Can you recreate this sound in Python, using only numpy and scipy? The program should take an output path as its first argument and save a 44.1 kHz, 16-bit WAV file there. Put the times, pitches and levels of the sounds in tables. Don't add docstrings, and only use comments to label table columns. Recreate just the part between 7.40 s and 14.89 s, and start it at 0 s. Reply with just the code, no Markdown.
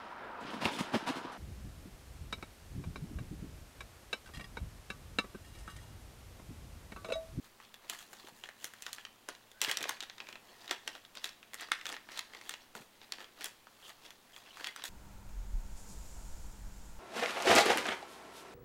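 import sys
import numpy as np
from scipy import signal
from scipy.fft import rfft, irfft
from scipy.io import wavfile
from scipy.ndimage import uniform_filter1d

SR = 44100
rng = np.random.default_rng(int(sys.argv[2]) if len(sys.argv) > 2 else 0)


def int16_out(signal):
    q = np.round(np.clip(np.atleast_2d(signal).T, -1, 1) * 32767)
    wavfile.write(sys.argv[1], SR, q.astype(np.int16))


N = 330309
TIME = np.arange(N) / SR
SNAP_SAMPLES = 176

# f/Hz, gain/dB
KNOCK_COLOUR = [(60, -29), (140, -20.5), (230, -1), (350, 4), (500, 4), (800, 5), (1100, 1.5), (2000, -67)]
# f/Hz, gain/dB
RUSTLE_COLOUR = [(300, -36.5), (700, -3.5), (1000, -2), (1700, -1), (2300, -4), (3300, -1), (4700, -2.5),
                 (6000, -8.5), (7500, -13), (11000, -22), (16000, -63)]
# f/Hz, gain/dB
FIZZ_COLOUR = [(2000, -37.5), (6800, 1.5), (9000, -3), (16000, -7)]
# t/s, level/dB, ring/Hz, edge/dB, knock/dB (last two relative to the level)
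MAIN_SNAPS = [(0.2014, -51, 1120, -22, -7.5), (0.3423, -47, 3430, -7.5, -16),
              (0.498, -35, 3100, -0.5, -16.5), (0.5898, -49.5, 3360, -1.5, -21),
              (0.7312, -49.5, 1510, -3, -3), (0.8722, -53.0, 1650, -21, -9), (0.8856, -53.5, 990, -3.5, -2),
              (1.038, -40, 3230, -16, -14), (1.0576, -48, 1850, -17, -18), (1.0894, -43.0, 1770, -16, -8),
              (1.2436, -39, 1920, 2, -13), (1.337, -47.5, 1730, -8, -13), (1.4228, -45.5, 3920, 2.5, -26),
              (1.4652, -36.5, 1850, -12, -18), (1.5307, -39.5, 4120, -1, -32),
              (1.5835, -43.5, 1740, -27, -17), (1.6512, -40.5, 3120, -17, -15.5),
              (1.8878, -38, 1445, -2.5, -2.5), (1.9505, -52.0, 4020, -11, -12),
              (2.1156, -53.5, 3510, -4.5, -8), (2.2061, -51.5, 3470, -12, -22),
              (2.2161, -26.0, 5930, -3, -26), (2.24, -37, 4340, -2, -23), (2.2472, -29.5, 2720, -13, -31),
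              (2.2604, -47, 1450, -4, -21), (2.3137, -28, 3200, -5.5, -28), (2.3715, -29.5, 5830, -6, -18),
              (2.4077, -41.5, 3600, -8, -13), (2.4151, -40, 2510, -12, -14), (2.428, -37.5, 3120, -1, -23),
              (2.4407, -34, 2550, -21, -22), (2.4551, -41.5, 980, -18, 2), (2.493, -33, 3630, -1.5, -30),
              (2.5692, -52, 2430, -16, -12), (2.6055, -36.5, 3780, -10.5, -26),
              (2.6263, -41.5, 3700, -10, -10.5), (2.6353, -42, 3750, -13, -20),
              (2.6983, -42.5, 3470, -29, -16), (2.782, -47, 3640, -19, -24), (2.803, -38.5, 2550, -37, -18),
              (2.8703, -47.5, 2400, -26, -27), (2.8882, -43.5, 2400, -13, -7),
              (2.9273, -46, 3080, -14, -19), (2.9558, -45, 2580, -24, -7.5), (3.2787, -43, 3830, -14, -24),
              (3.2948, -43, 1840, -27, -22), (3.3107, -27.5, 1700, -11, -7),
              (3.4768, -32.5, 3180, -10, -12.5), (3.552, -43.5, 1390, -23, -11),
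              (3.6501, -49, 3650, -16, -25), (3.7524, -49, 2480, -4, -26), (3.772, -42, 3620, -14, -11),
              (3.843, -32.0, 3880, -9, -22), (3.8546, -44, 3970, -6, -24), (3.8917, -46, 5430, -15, -14),
              (4.029, -49.5, 2530, -21, -27), (4.1345, -44.5, 1950, -9, -10),
              (4.1434, -42.5, 2070, 1, -10.5), (4.198, -46, 3140, -16, -20), (4.21, -45.5, 2040, -0.5, -28),
              (4.222, -49.0, 1800, -12, 0), (4.2305, -44, 2040, -23, -7), (4.2869, -47, 1210, -17, -14),
              (4.3179, -22.5, 1355, -16, -24), (4.4126, -43, 2020, -18, -25), (4.4557, -36, 3150, -12, -16),
              (4.4666, -35.5, 3400, -8.5, -20), (4.4911, -40, 3320, -6, -12), (4.5, -42.5, 1260, -11, -3),
              (4.526, -40, 1800, -6, -19), (4.541, -44.5, 1750, -23, -7), (4.5663, -42, 1820, -19, -24),
              (4.6891, -46.5, 1590, -28, -4), (4.7752, -40, 3440, -7, -14), (4.792, -32.5, 4070, -8, -41),
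              (4.9359, -46.5, 2140, -17, -10.5), (4.9491, -45, 1900, -17, -11),
              (5.0132, -48, 2120, -12, -10), (5.0939, -37.5, 3570, -2, -23), (5.1089, -45, 3160, -15, -10),
              (5.1393, -39.5, 3370, -13, -10), (5.3521, -42.5, 1400, -9, -4.5),
              (5.616, -51.5, 3730, -27, -9), (5.722, -33.5, 4400, -8, -21), (5.7845, -47.0, 1690, -24, -5),
              (5.805, -46.5, 1770, -24, -13), (5.8156, -53, 1830, -19, -22),
              (5.8438, -47.5, 3140, -27, -20), (6.0091, -44.5, 1510, -7, -12),
              (6.0206, -44.5, 3100, -12, -13), (6.0433, -40, 3400, 4.5, -23), (6.0583, -44, 3230, 3, -9),
              (6.0644, -49.0, 1550, -10, -7), (6.27, -50.5, 1320, -26, -6), (6.5018, -48.0, 1060, -23, -13),
              (6.706, -48.5, 3500, -7, -21), (6.9638, -48.0, 3370, -14, -27), (7.1714, -48, 1220, -12, -21),
              (7.1997, -45, 1460, -24, -9), (7.2097, -48.5, 1630, -14, 1), (7.244, -34, 3380, -13, -34),
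              (7.271, -35.0, 3370, -10.5, -19), (7.362, -41.5, 1530, -6.5, -19),
              (7.422, -44, 3040, -23, -17.5), (7.4393, -38, 3900, -2, -7.5)]


def amp(db):
    return 10 ** (np.asarray(db) / 20)


def evened(x):
    return x / np.sqrt(np.mean(x ** 2) + 1e-20)


def look_up(points, hz):
    f, value = np.transpose(points)
    return np.interp(np.log(hz + 1), np.log(f + 1), value)


def tint(x, colour):
    hz = np.fft.rfftfreq(len(x), 1 / SR)
    return irfft(rfft(x) * amp(look_up(colour, hz)), len(x))


def add(mix, start_s, sound):
    part = mix[max(round(start_s * SR), 0):][:len(sound)]
    part += sound[:len(part)]


def pulse(db, size=1024):
    log_gain = np.log(amp(np.r_[db, db[-2:0:-1]]))
    spectrum = np.exp(np.conj(signal.hilbert(log_gain)))
    return np.fft.ifft(spectrum).real[:size]


def ring(hz, t60, rise_s, size=1024):
    t = np.arange(size) / SR
    tone = np.sin(2 * np.pi * (hz * t + rng.random())) * amp(-60 * t / t60) * (1 - np.exp(-t / rise_s))
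    return tone / np.linalg.norm(tone)


def background():
    # f/Hz, gain/dB
    air_colour = [(20, 7.5), (45, -5.5), (110, -3), (220, 1), (600, -5.5), (1200, -3), (2200, -6.5),
                  (3400, -6.5), (5000, -11), (9000, -13.5), (16000, -13.5)]
    # f/Hz, starting level/dB
    hum_tones = [(109, -81.5), (221, -80)]
    noise, drift = rng.standard_normal((2, N))
    waver = 1 + 0.01125 * evened(uniform_filter1d(drift, size=9000))
    hum = sum(amp(db) * np.sqrt(2) * np.sin(2 * np.pi * np.cumsum(hz * waver) / SR)
              for hz, db in hum_tones)
    fade = amp(-4 * TIME / TIME[-1])
    return amp(-65) * evened(tint(noise, air_colour)) + fade * hum


def reflections(x, first_s, rise_s, t60_factor, size=20000):
    # f/Hz, t/s
    fade_times = [(150, 0.53), (500, 0.21), (1500, 0.28), (4000, 0.41), (8000, 0.33), (16000, 0.096)]
    t = np.arange(size) / SR
    echoes = rng.choice([-1., 1.], size) * (rng.random(size) < 4000 / SR)
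    echoes *= 1 - np.exp(-np.maximum(t - first_s, 0) / rise_s)
    hz, age_s, bands = signal.stft(echoes, SR, nperseg=256)
    t60 = t60_factor * look_up(fade_times, hz)[:, None]
    tail = signal.istft(bands * amp(-60 * age_s / t60), SR, nperseg=256)[1]
    return signal.oaconvolve(x, tail / np.linalg.norm(tail))[:N]


def bumps():
    # t/s, level/dB, f/Hz
    landings = [(0.844, -49, 344), (0.923, -55, 195), (2.2796, -40, 350), (2.285, -51, 150),
                (2.408, -48, 327), (2.418, -53, 180), (2.456, -45, 740), (2.934, -55, 315),
                (5.355, -49, 234), (5.405, -49, 180)]
    out = np.zeros(N)
    for start_s, db, hz in landings:
        add(out, start_s, amp(db) * ring(hz, t60=0.013, rise_s=0.0037, size=2048))
    return np.sqrt(SNAP_SAMPLES) * tint(out, [(40, -25), (130, -3)])


def squeaks():
    # t/s, length/s, level/dB, start f/Hz, end f/Hz, pitch spread/Hz
    drags = [(2.135, .085, -67, 1510, 1570, 130), (2.437, 0.0095, -53, 1680, 1620, 60),
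             (6.414, 0.094, -60.5, 3190, 3190, 700), (6.928, 0.022, -61, 3280, 3100, 300),
             (7.104, 0.015, -57.5, 3000, 2950, 300), (7.267, 0.034, -51.5, 2370, 1990, 150)]
    out = np.zeros(N)
    for start_s, length_s, db, start_hz, end_hz, spread_hz in drags:
        n = int(length_s * SR)
        damping = np.exp(-np.pi * spread_hz / SR)
        friction = rng.standard_normal(SR) + 1j * rng.standard_normal(SR)
        sway = signal.lfilter([1], np.poly([damping, damping]), friction)[-n:]
        cycles = np.cumsum(np.linspace(start_hz, end_hz, n)) / SR
        tone = (sway * np.exp(2j * np.pi * cycles)).real
        add(out, start_s, amp(db) * evened(tone * signal.windows.tukey(n, .5)))
    return out


def fingers():
    # peak t/s, swell/s, crackle/dB, edge/dB (relative to the crackle), handling/dB
    pulls = [(0.055, .04, -61.5, -2.5, -85), (0.24, .06, -61.5, -9, -76), (0.45, .04, -64, -12, -62.5),
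             (0.503, 0.018, -46.5, -9, -59), (0.534, 0.03, -53, -2, -62), (0.62, 0.13, -57.5, -1.5, -72),
             (0.735, 0.061, -61.5, 1, -65.5), (0.80, 0.068, -57.5, -7.5, -71), (0.88, .08, -60, -4, -65),
             (0.98, 0.053, -64, -0.5, -86), (1.06, 0.094, -64, -1, -67), (1.25, 0.051, -51.5, -2, -63.5),
             (1.485, 0.14, -54.5, -6.5, -74), (1.539, .012, -56, 0, -76), (1.60, 0.039, -58, -10, -86),
             (1.893, 0.016, -52.5, -18, -56.5), (2.223, 0.004, -39, -5.5, -49),
             (2.296, 0.031, -36.5, -10.5, -49.5), (2.44, 0.098, -51, -16, -53),
             (2.493, 0.021, -41, -11, -50.5), (2.63, 0.02, -58, -12, -63), (2.81, 0.014, -69, -17, -58),
             (2.90, 0.22, -61, -9, -66), (3.12, 0.45, -67, -6, -67.5), (3.255, 0.16, -57, -9, -64),
             (3.319, .035, -44.5, -18, -50.5), (3.489, 0.056, -56, -11, -58), (3.56, .06, -58.5, -8, -62),
             (3.771, 0.024, -51.5, -20, -59.5), (3.858, 0.035, -49, -6, -58.5),
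             (4.221, 0.055, -47, -15, -61), (4.335, 0.056, -60, -16, -63), (4.39, 0.046, -58, -12, -75),
             (4.47, 0.035, -58, 0, -69), (4.529, 0.065, -47.5, -13, -53), (4.72, 0.012, -50, -9, -60),
             (4.779, 0.082, -48, -13, -62), (4.971, 0.12, -57, -17, -62.5), (5.116, 0.13, -55, -4, -62),
             (5.22, 0.054, -62.5, -20, -72), (5.36, 0.0071, -52, -4, -52.5), (5.41, .01, -60, -3, -64),
             (5.63, 0.021, -59, -11, -67), (5.735, 0.03, -56, -19, -60), (5.815, 0.043, -54, -9, -60),
             (6.015, 0.038, -52, -15, -55.5), (6.06, 0.06, -49.5, -4, -61), (6.495, 0.12, -56, -4, -65.5),
             (6.66, 0.053, -54.5, -9, -63), (6.98, 0.082, -61, -1, -74), (7.09, 0.18, -60.5, -17, -69),
             (7.21, .12, -54, -8, -61.5), (7.275, 0.056, -49, -10, -59), (7.389, 0.04, -53, -13, -62),
             (7.454, 0.011, -46.5, -0.5, -60.5)]
    hold_db, hold_edge_db, hold_handling_db = -72.5, -5.5, -73.5
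    swell_db, release_db_per_s = 15.5, 325
    settle_db, settle_db_per_s = -19, 396
    power = amp([[hold_db], [hold_db + hold_edge_db], [hold_handling_db]]) ** 2 * np.ones(N // 32)
    t = np.linspace(0, TIME[-1], power.shape[1])
    for peak_s, swell_s, db, edge_db, handling_db in pulls:
        shape_db = np.minimum(swell_db * (t - peak_s) / swell_s, -release_db_per_s * (t - peak_s))
        power += amp(np.maximum(shape_db, -100) + [[db], [db + edge_db], [handling_db]]) ** 2
    for snap_s, db, *_ in MAIN_SNAPS:
        drop_db = settle_db_per_s * np.minimum(abs(t - snap_s), 1)
        power[0] += (t > snap_s) * amp(db + settle_db - drop_db) ** 2
    return [np.interp(TIME, t, np.sqrt(p)) for p in power]


def flip(colour, hz, focus_db, flutter, flutter_s, size=1024):
    f, t = np.fft.rfftfreq(size, 1 / SR), np.arange(size) / SR
    octaves_away = np.log2((f + 1) / hz)
    colour_db = look_up(colour, f) - focus_db * np.minimum(octaves_away ** 2, 2)
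    shiver = rng.standard_normal(size) * np.exp(-t / flutter_s)
    push = flutter * shiver / np.linalg.norm(shiver)
    push[0] += 1
    click = signal.fftconvolve(push, pulse(colour_db))[:size]
    return click / np.linalg.norm(click)


def crackle(per_s, spread_db, kinds=24):
    strength = amp(spread_db * np.minimum(rng.exponential(1, N), 3)) * rng.choice([-1, 1], N)
    clicks = strength * (rng.random(N) < per_s / SR)
    clicks /= np.sqrt(abs(uniform_filter1d(clicks ** 2, size=1800)) + 0.82 * np.mean(clicks ** 2))
    kind = rng.integers(0, kinds, N)
    body, edge = np.zeros((2, N))
    for k, hz in enumerate(np.geomspace(1200, 6000, kinds)):
        own_clicks = clicks * (kind == k)
        tick = flip(RUSTLE_COLOUR, hz, focus_db=4.5, flutter=0.98, flutter_s=0.0025)
        tick += amp(look_up(RUSTLE_COLOUR, hz) - 2) * ring(hz, t60=0.0096, rise_s=0.00033)
        fizz = flip(FIZZ_COLOUR, hz, focus_db=5, flutter=0.76, flutter_s=0.00078)
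        body += signal.oaconvolve(own_clicks, tick)[:N]
        edge += signal.oaconvolve(own_clicks, fizz)[:N]
    return evened(body), evened(edge)


def wander(x, depth_db):
    bands = signal.stft(x, nperseg=512, noverlap=384)[2]
    blur = np.outer(np.hanning(9), np.hanning(21))
    drift = signal.convolve2d(rng.standard_normal(bands.shape), blur, "same", "wrap")
    bands *= amp(depth_db * evened(drift))
    return evened(signal.istft(bands, nperseg=512, noverlap=384)[1][:N])


def rustle(level, edge_level, handling_level):
    body, edge = crackle(per_s=480, spread_db=3)
    slide, hiss, handling = rng.standard_normal((3, N))
    body = wander(body + amp(-6.5) * evened(tint(slide, RUSTLE_COLOUR)), depth_db=2.2)
    edge = evened(edge + amp(-1) * evened(tint(hiss, FIZZ_COLOUR)))
    return level * body + edge_level * edge + handling_level * evened(tint(handling, KNOCK_COLOUR))


def small_snaps(level, per_s=9.2, count=400):
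    centre_hz, range_octaves = 2330, 1.37
    spread_db, edge_db, knock_db = 2.5, -18, -8.5
    gap, size, pitch = rng.random((count, 3)).T
    times = np.cumsum(-np.log(1 - gap)) / per_s
    db = 20 * np.log10(np.interp(times, TIME, level)) - spread_db * np.log(np.maximum(size, .1))
    hz = centre_hz * 2 ** (range_octaves * (pitch - .5))
    return [(*row, edge_db, knock_db) for row in zip(times, db, hz) if row[0] < TIME[-1]]


def snaps(events):
    # f/Hz, gain/dB
    body_colour = [(300, -78), (700, -6), (1000, -1.5), (1300, 4), (1900, 1), (2300, -3.5), (3400, 1),
                   (4800, -3.5), (6000, -3.5), (7200, -8.5), (10000, -40), (16000, -28)]
    # f/Hz, gain/dB
    edge_colour = [(2000, -103.5), (5000, -5.5), (7000, 3), (8600, -1.5), (11000, -4), (16000, -11.5)]
    # furthest offset/s, relative level/dB
    splinters = [(-.003, -22.5), (.004, -12.5), (.009, -11), (0.021, -17.5)]
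    typical_hz, follow = 2550, 0.45
    low_cut = signal.butter(2, 230, "high", fs=SR)
    out = np.zeros(N)
    for start_s, db, ring_hz, edge_db, knock_db in events:
        hz = typical_hz * (ring_hz / typical_hz) ** follow
        body = flip(body_colour, hz, focus_db=4.5, flutter=0.85, flutter_s=0.0029)
        body += amp(-1) * ring(ring_hz, t60=0.01, rise_s=0.00028)
        edge = amp(edge_db) * flip(edge_colour, hz, focus_db=0.5, flutter=1.7, flutter_s=0.00094)
        knock = amp(knock_db) * flip(KNOCK_COLOUR, hz, focus_db=3.5, flutter=1.0, flutter_s=0.0046)
        add(out, start_s, amp(db) * (body / np.linalg.norm(body) + edge + knock))
        for offset_s, splinter_db in splinters:
            splinter_hz = hz * 2 ** rng.uniform(-0.82, 0.28)
            splinter = flip(body_colour, splinter_hz, focus_db=12.5, flutter=0.97, flutter_s=0.00027)
            splinter_s = start_s + offset_s * rng.uniform(0.24, 1)
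            add(out, splinter_s, amp(db + splinter_db) * (splinter + edge))
    return amp(-2.23) * np.sqrt(SNAP_SAMPLES) * signal.lfilter(*low_cut, out)


def scene():
    level, edge_level, handling_level = fingers()
    film = snaps(MAIN_SNAPS) + rustle(level, edge_level, handling_level) + snaps(small_snaps(level))
    direct = amp(1.5) * film + bumps() + squeaks()
    near = amp(-13.5) * reflections(direct, first_s=0.0098, rise_s=0.00017, t60_factor=0.13)
    walls = amp(-10) * reflections(direct, first_s=0.0108, rise_s=0.00091, t60_factor=0.96)
    echoes = tint(near + walls, [(150, -7), (1800, -1), (5000, -9), (16000, -3)])
    return (direct + echoes + background())[None]


def record(dry):
    low_pass = signal.firwin(401, 16000, window=("kaiser", 8), fs=SR)
    return signal.oaconvolve(dry, low_pass[None], "same")


dry = scene()
out = record(dry)
int16_out(out)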